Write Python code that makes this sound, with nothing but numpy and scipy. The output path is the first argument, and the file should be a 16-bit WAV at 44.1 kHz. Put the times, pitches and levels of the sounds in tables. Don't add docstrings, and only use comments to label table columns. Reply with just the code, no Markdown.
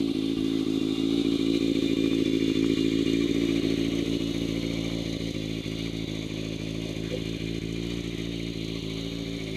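import sys
import numpy as np
from scipy import signal
from scipy.fft import rfft, irfft, next_fast_len
from scipy.io import wavfile
from scipy.ndimage import uniform_filter1d

SR = 44100
rng = np.random.default_rng(int(sys.argv[2]) if len(sys.argv) > 2 else 0)


def unload_wav(signal):
    wavfile.write(
        sys.argv[1],
        SR,
        np.round(np.clip(np.atleast_2d(signal).T, -1, 1) * 32767).astype(np.int16),
    )


def boost_factor(decibels):
    exponent = np.asarray(decibels, float) / 20
    return 10 ** exponent


N = 421596
T = np.arange(N) / SR


def evened(x):
    return x / np.sqrt(np.mean(x ** 2) + 1e-20)


def coloured(x, points):
    size = next_fast_len(N)
    f_hz, db = np.transpose(points)
    log_f = np.log(np.fft.rfftfreq(size, 1 / SR) + 1)
    gain = boost_factor(np.interp(log_f, np.log(f_hz), db, -90, -90))
    return evened(irfft(rfft(x, size) * gain, size)[:N])


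def resonate(x, hz, width_hz):
    turn = np.exp(2j * np.pi * np.cumsum(hz * np.ones(len(x))) / SR)
    r = np.exp(-np.pi * width_hz / SR)
    return 2 * (turn * signal.lfilter([1 - r], [1, -r], x / turn)).real


def drift(rate_hz):
    count = int(N / SR * rate_hz) + 2
    return evened(np.interp(T, np.linspace(0, N / SR, count), rng.standard_normal(count)))


def clicks(moments, sizes):
    train = np.zeros(N + SR)
    np.add.at(train, np.round((moments + .1) * SR).astype(int), sizes)
    return train


def whine(speed, multiple, width_hz, size=N):
    hz = multiple * speed
    once = resonate(rng.standard_normal(size), hz, width_hz)
    return evened(resonate(once, hz, width_hz))


# t/s, distance/m, bearing/deg (0 nose, 90 beside, 180 tail)
WALK = [(0, 1.71, 29.4), (.7, 1.52, 41.6), (1.2, 1.33, 46), (1.7, 1.24, 67.5), (2.2, 1.21, 72.3),
        (2.8, 1.13, 84.5), (3.3, 1.15, 90.6), (3.8, 1.19, 105), (4.2, 1.34, 116), (4.85, 1.47, 143.6),
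        (5.5, 1.75, 147), (5.9, 1.8, 155), (6.3, 2.13, 151), (6.7, 1.97, 162), (7.7, 1.94, 186),
        (8.6, 2.15, 165), (9.3, 2.16, 147), (9.56, 2.2, 156)]


def walk(t):
    s, metres, bearing = np.transpose(WALK)
    return np.interp(t, s, metres), np.interp(t, s, bearing)


def heard(beam):
    db, dip_db, facing, spacing = beam
    t = T[::1000]
    metres, bearing = walk(t)
    off = (bearing - facing) / spacing
    return np.interp(T, t, db - 20 * np.log10(metres) - dip_db * np.sin(np.pi * off) ** 2)


FRONT_ENDS, BEHIND_STARTS = (37, 73.6), (86, 153)


def past(bearings):
    start, end = bearings
    return np.clip((walk(T)[1] - start) / (end - start), 0, 1)


# f/Hz, density/dB
YARD_COLOUR = [(12, -42), (20, -33), (161, -36), (215, -1), (277, 6), (387, 11), (440, -69), (900, -51),
               (1170, -59), (1980, -120)]
# t/s, length/s, level/dB, f/Hz, bandwidth/Hz
SCUFFS = [
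    (.35, .09, -39, 60, 120),
    (.355, .05, -50, 1170, 90),
    (6.98, .18, -52, 1750, 800),
    (7.095, .1, -35, 380, 80),
    (7.095, .1, -36, 505, 60),
    (6.25, .05, -63, 9500, 2500),
]


def yard():
    out = boost_factor(-51) * coloured(rng.standard_normal(N), YARD_COLOUR)
    for s, length_s, db, hz, width_hz in SCUFFS:
        size = round(length_s * SR)
        noise = rng.standard_normal(12000)
        rub = resonate(resonate(noise, hz, width_hz), hz, width_hz)[:size]
        out[round(s * SR):][:size] += boost_factor(db) * evened(rub) * np.hanning(size)
    return out


# t/s, length/s, from f/Hz, to f/Hz, level/dB
CHIRPS = [
    (1.385, 0.26, 3800, 4220, -45.5),
    (3.548, 0.26, 4270, 4280, -47.5),
]


def chain_guide():
    out = np.zeros(N)
    for s, length_s, from_hz, to_hz, db in CHIRPS:
        along = np.clip(T[:SR // 2] / length_s, 0, 1)
        hz = from_hz + (to_hz - from_hz) * along
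        line = whine(1, hz, 60, size=len(along))
        out[round(s * SR):][:len(along)] += boost_factor(db) * np.sin(np.pi * along) * line
    return out


# level at 1 m/dB, dip between lobes/dB, lobe bearing/deg, lobe spacing/deg
BRACKET_BEAM = (-48, 3.5, 35, 302)


def bracket(turns, speed):
    luck = boost_factor(2 * rng.standard_normal(200))[((turns - 1.4) // 4 + 2).astype(int)]
    swell = .25 + luck * (.5 + .5 * np.cos(np.pi / 2 * (turns - 3.4))) ** 2
    pump = boost_factor(-9) * whine(speed, 18.5, 22)
    buzz = evened(whine(1, 1145, 75) * swell) + pump
    return boost_factor(heard(BRACKET_BEAM) - 8.5) * buzz


# t/s, peak level/dB
CLACKS = [
    (2.06, -31),
    (2.132, -28),
    (2.205, -36),
    (2.501, -31),
    (2.644, -25),
    (4.901, -33),
]


def clacks():
    out = np.zeros(N)
    t = T[:300]
    for s, db in CLACKS:
        out[round(s * SR):][:len(t)] += boost_factor(db - 60 * t / .005) * np.sin(2 * np.pi * 1250 * t)
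    return out


def patchy(x, db):
    z = signal.stft(x, nperseg=512)[2]
    field = rng.standard_normal(z.shape)
    for _ in range(2):
        field = uniform_filter1d(field, size=3, axis=0)
        field = uniform_filter1d(field, size=70, axis=1)
    return signal.istft(z * boost_factor(db * evened(field)), nperseg=512)[1][:N]


# f/Hz, density/dB
FRONT = [(330, 10), (560, -4), (766, -4), (914, -17.5), (1150, -7.5), (1410, -11), (1910, -22), (2340, -5),
         (2610, -7), (2750, -9.5), (3670, 1.5), (5080, -15.5), (13200, -27.5), (13900, -45), (14500, -58)]
BESIDE = [(330, 17.5), (560, -3), (878, -25), (1150, -13), (1510, -16), (2340, -0.5), (2610, -13.5),
          (2830, -4.5), (3620, -2), (4140, -2.5), (5370, -18.5), (6410, -13.5), (10000, -28), (11500, -25),
          (14500, -31)]
BEHIND = [(330, -4), (560, 0), (902, -17.5), (1030, -15), (1640, -19), (2370, -1.5), (2680, -12),
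          (2910, -6), (4090, -4), (5370, -27.5), (6580, -15), (7650, -30.5), (11700, -31), (13700, -33),
          (14500, -59)]


def case_rattle(front, behind):
    noise = rng.standard_normal((3, N))
    later = np.sqrt(1 - behind) * coloured(noise[0], BESIDE) + np.sqrt(behind) * coloured(noise[1], BEHIND)
    return patchy(np.sqrt(front) * coloured(noise[2], FRONT) + np.sqrt(1 - front) * later, 1.9)


# f/Hz, level/dB
TICK_COLOUR = [(4500, -2), (5400, -7), (6400, 5), (7400, -10.5), (8300, -5.5), (10200, -18.5), (11500, -10),
               (14000, -42)]
# place in cycle/firings, level/dB
VALVES = [
    (.72, 7),
    (1.72, 0),
    (2.72, 6.5),
    (3.72, 3),
]


def valve_ticks(turns):
    cycle = (turns // 4 + 2).astype(int)
    luck = boost_factor(1.6 * rng.standard_normal((200, len(VALVES))))[cycle]
    shut = 0
    for k, (at, db) in enumerate(VALVES):
        shut = shut + boost_factor(db) * luck[:, k] * np.exp(-((turns - at) % 4) / 0.42)
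    return evened(coloured(rng.standard_normal(N), TICK_COLOUR) * uniform_filter1d(shut, size=260))


TEETH = [37, 39.5, 41.5, 46, 55.5, 58, 61, 68, 71.5, 74, 77.5]


def teeth(turns):
    waver = 1.55 * np.sin(np.pi / 2 * turns)
    spin = uniform_filter1d(turns, size=1500)
    out = 0
    for order in TEETH:
        level = boost_factor(2.2 * drift(5) + 3.0 * drift(30))
        out = out + level * np.sin(2 * np.pi * order * spin + waver + 2.5 * drift(40))
    return evened(out)


# multiple of firing rate, bandwidth/Hz
WHINES = [
    (51.8, 45),
    (64.8, 62),
]
# level at 1 m/dB, dip between lobes/dB, lobe bearing/deg, lobe spacing/deg
METAL_BEAMS = [
    (-34, 2.15, 116, 260),
    (-47.5, 3.7, 190, 230),
    (-39, 20, 75.6, 121),
    (-39, 3, 74, 250),
    (-40, 7.2, 70, 90),
]


def metal(turns, speed, moments, loss_db):
    rattle_db, tick_db, cover_db, low_db, high_db = map(heard, METAL_BEAMS)
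    shove = boost_factor(0.08 * np.interp(T, moments, loss_db) + 0.67 * drift(25))
    behind = .05 + .85 * past(BEHIND_STARTS)
    front = .9 * (1 - past(FRONT_ENDS))
    rattle = case_rattle(front, behind)
    half = 1 + .6 * np.cos(np.pi / 2 * (turns - 3.3))
    throb = resonate(rattle, 2250 + 110 * np.sin(np.pi / 2 * turns), 420)
    rattle = rattle + (half ** 1.1 - 1) * throb
    cover = evened(whine(1, 2398, 35) * half ** .6)
    low, high = (whine(speed, *mesh) for mesh in WHINES)
    out = boost_factor(rattle_db - 2.0) * rattle * half ** 0.022
    out += boost_factor(tick_db - 2.5 - 5.2 * front) * valve_ticks(turns)
    out += boost_factor(cover_db - 6.5) * cover
    out += boost_factor(rattle_db - 13.0) * teeth(turns)
    out += boost_factor(low_db - 9.5 + 1.4 * drift(9)) * low
    out += boost_factor(high_db - 2.5 - 3.6 * behind) * high
    return shove * out


# t/s, speed/(firings/s)
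SPEED = [(0.0, 55.116), (0.89, 53.646), (1.09, 55.888), (2.04, 55.545), (2.23, 54.115), (3.09, 55.472),
         (3.28, 56.832), (3.72, 55.268), (3.92, 56.349), (5.23, 55.944), (5.47, 53.318), (5.81, 55.469),
         (6.31, 53.687), (7.73, 55.759), (7.91, 57.505), (8.96, 54.574), (9.15, 56.683), (9.56, 54.141)]
# first t/s, last t/s, first
# loss/dB, last loss/dB
STUMBLES = [(0.134, 0.134, -25, -25), (0.355, 0.355, -8, -8), (0.647, 0.946, -12, -5),
            (0.964, 0.964, -9, -9), (1.234, 1.376, -13, -17), (1.593, 1.88, -19, -9),
            (1.809, 1.952, -14, -16), (2.096, 2.242, -7, -15), (2.391, 2.537, -7, -20),
            (2.755, 2.901, -17, -6), (3.046, 3.046, -15, -15), (3.278, 3.278, -13, -13),
            (3.331, 3.473, -10, -6.6), (3.616, 3.904, -15, -8), (4.046, 4.188, -17, -23),
            (4.329, 4.615, -14, -6), (4.9, 5.329, -7, -34), (5.626, 5.626, -23, -23),
            (5.644, 5.644, -15, -15), (5.773, 6.062, -7, -17), (6.284, 6.284, -15, -15),
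            (6.581, 6.581, -14, -14), (6.949, 7.24, -13, -9), (7.386, 7.386, -28, -28),
            (7.602, 7.602, -24, -24), (8.026, 8.168, -14, -13), (8.114, 8.114, -9, -9),
            (8.539, 8.539, -11, -11), (8.664, 8.811, -8, -13), (9.102, 9.388, -8, -9)]


def crank():
    lead = SR // 10
    turns_at_start, lean_db, carry = -1.396, 0.98, 0.065
    sag_rate, recover_s, wander_rate = 3.2, 0.066, 0.386
    t = np.arange(-lead, N + lead) / SR
    turns = np.cumsum(np.interp(t, *np.transpose(SPEED))) / SR
    turns = turns - turns[lead] + turns_at_start
    firing = np.arange(-4, int(turns[-1]))
    moments = np.interp(firing, turns, t)
    loss_db = -lean_db * rng.exponential(1, len(firing)) * (firing % 4 == 2)
    for first_s, last_s, first_db, last_db in STUMBLES:
        first, last = np.argmin(abs(moments - first_s)), np.argmin(abs(moments - last_s))
        run = np.arange(first, last + 1, 8)
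        loss_db[run] = np.linspace(first_db, last_db, len(run))
    loss_db = np.minimum(loss_db, carry * np.roll(loss_db, 1))
    lost = clicks(moments, 1 - boost_factor(loss_db))[:len(t)]
    sag = sag_rate * signal.lfilter([1], [1, -np.exp(-1 / (recover_s * SR))], lost)
    sag = sag + wander_rate * np.interp(t, T, drift(12))
    turns = turns - np.cumsum(sag - uniform_filter1d(sag, size=SR // 3)) / SR
    moments = np.interp(firing, turns, t)
    return turns[lead:][:N], firing, moments, loss_db


CYLINDER_DB = [-0.2, 0.19, -0.59, 0.34]
# f/Hz, bandwidth/Hz, share of a firing's loss, level/dB, row of PIPE_BEAMS
PIPES = [
    (82, 56.6, 0.35, -2.5, 0),
    (154.5, 122.5, 0.79, 2, 0),
    (306.4, 206.4, 0.57, -7, 1),
    (281, 118.6, 1.54, -6, 1),
    (364, 160, 1, -6.5, 2),
    (520, 52.5, 3.2, -3, 3),
    (602, 81, 0.88, -18, 4),
]
RISE = [1.7, 1.6, 1.35, .45, 1.3, 1.2, 1.2]
# level at 1 m/dB, dip between lobes/dB, lobe bearing/deg, lobe spacing/deg
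PIPE_BEAMS = [
    (-32.5, 8.5, 204, 360),
    (-21.5, 9, 39, 323),
    (-31.5, 12.5, 77, 106.5),
    (-40, 22, 66.6, 73),
    (-33.5, 11.5, 149, 160),
]


def pipes(firing, moments, loss_db):
    chance = rng.standard_normal((len(firing), 9))
    habit_db = np.array(CYLINDER_DB)[firing % 4]
    t, out = T[:3000], 0
    for k, (hz, width_hz, share, db, row) in enumerate(PIPES):
        rise_s = RISE[k] * 2 / (np.pi * width_hz)
        size_db = habit_db + share * loss_db + 0.62 * chance[:, 0] + .5 * chance[:, 2 + k]
        start = moments - rise_s + .00004 * chance[:, 1]
        ring = -t ** 2 * np.exp(-np.pi * width_hz * t) * np.cos(2 * np.pi * hz * (t - rise_s))
        mode = signal.oaconvolve(clicks(start, boost_factor(size_db)), ring)[SR // 10:][:N]
        out = out + boost_factor(db + heard(PIPE_BEAMS[row])) * evened(mode)
    return out


# from t/s, rise/s, delay/s, level/dB, f/Hz, bandwidth/Hz
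ECHO = (8.65, .25, .009, -1, 365, 130)
# share, f/Hz, bandwidth/Hz
SHADE = (.35, 280, 70)


def passer_by(x):
    s, rise_s, delay_s, db, hz, width_hz = ECHO
    share, shade_hz, shade_width_hz = SHADE
    back = np.roll(resonate(x, hz, width_hz), round(delay_s * SR))
    shaded = share * resonate(x, shade_hz, shade_width_hz)
    return x - np.clip((T - s) / rise_s, 0, 1) * (boost_factor(db) * back + shaded)


def scene():
    turns, firing, moments, loss_db = crank()
    speed = uniform_filter1d(np.gradient(turns) * SR, SR // 9)
    out = yard() + chain_guide() + bracket(turns, speed) + clacks()
    out += metal(turns, speed, moments, loss_db)
    out += passer_by(pipes(firing, moments, loss_db))
    return out[None]


def band_limit(x):
    return signal.sosfilt(signal.butter(12, 14650, fs=SR, output="sos"), x)


def record(dry):
    cut = signal.sosfilt(signal.butter(2, 35, "high", fs=SR, output="sos"), dry)
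    lowpass = signal.firwin(801, 13900, window=("kaiser", 10), fs=SR)
    low = signal.oaconvolve(cut, lowpass[None], "same")
    is_open = 1. * (drift(35) > .9 * walk(T)[0] + past(FRONT_ENDS[::-1]))
    burst = uniform_filter1d(is_open, size=400)
    return band_limit(low + burst * (cut - low))


dry = scene()
out = record(dry)
unload_wav(out)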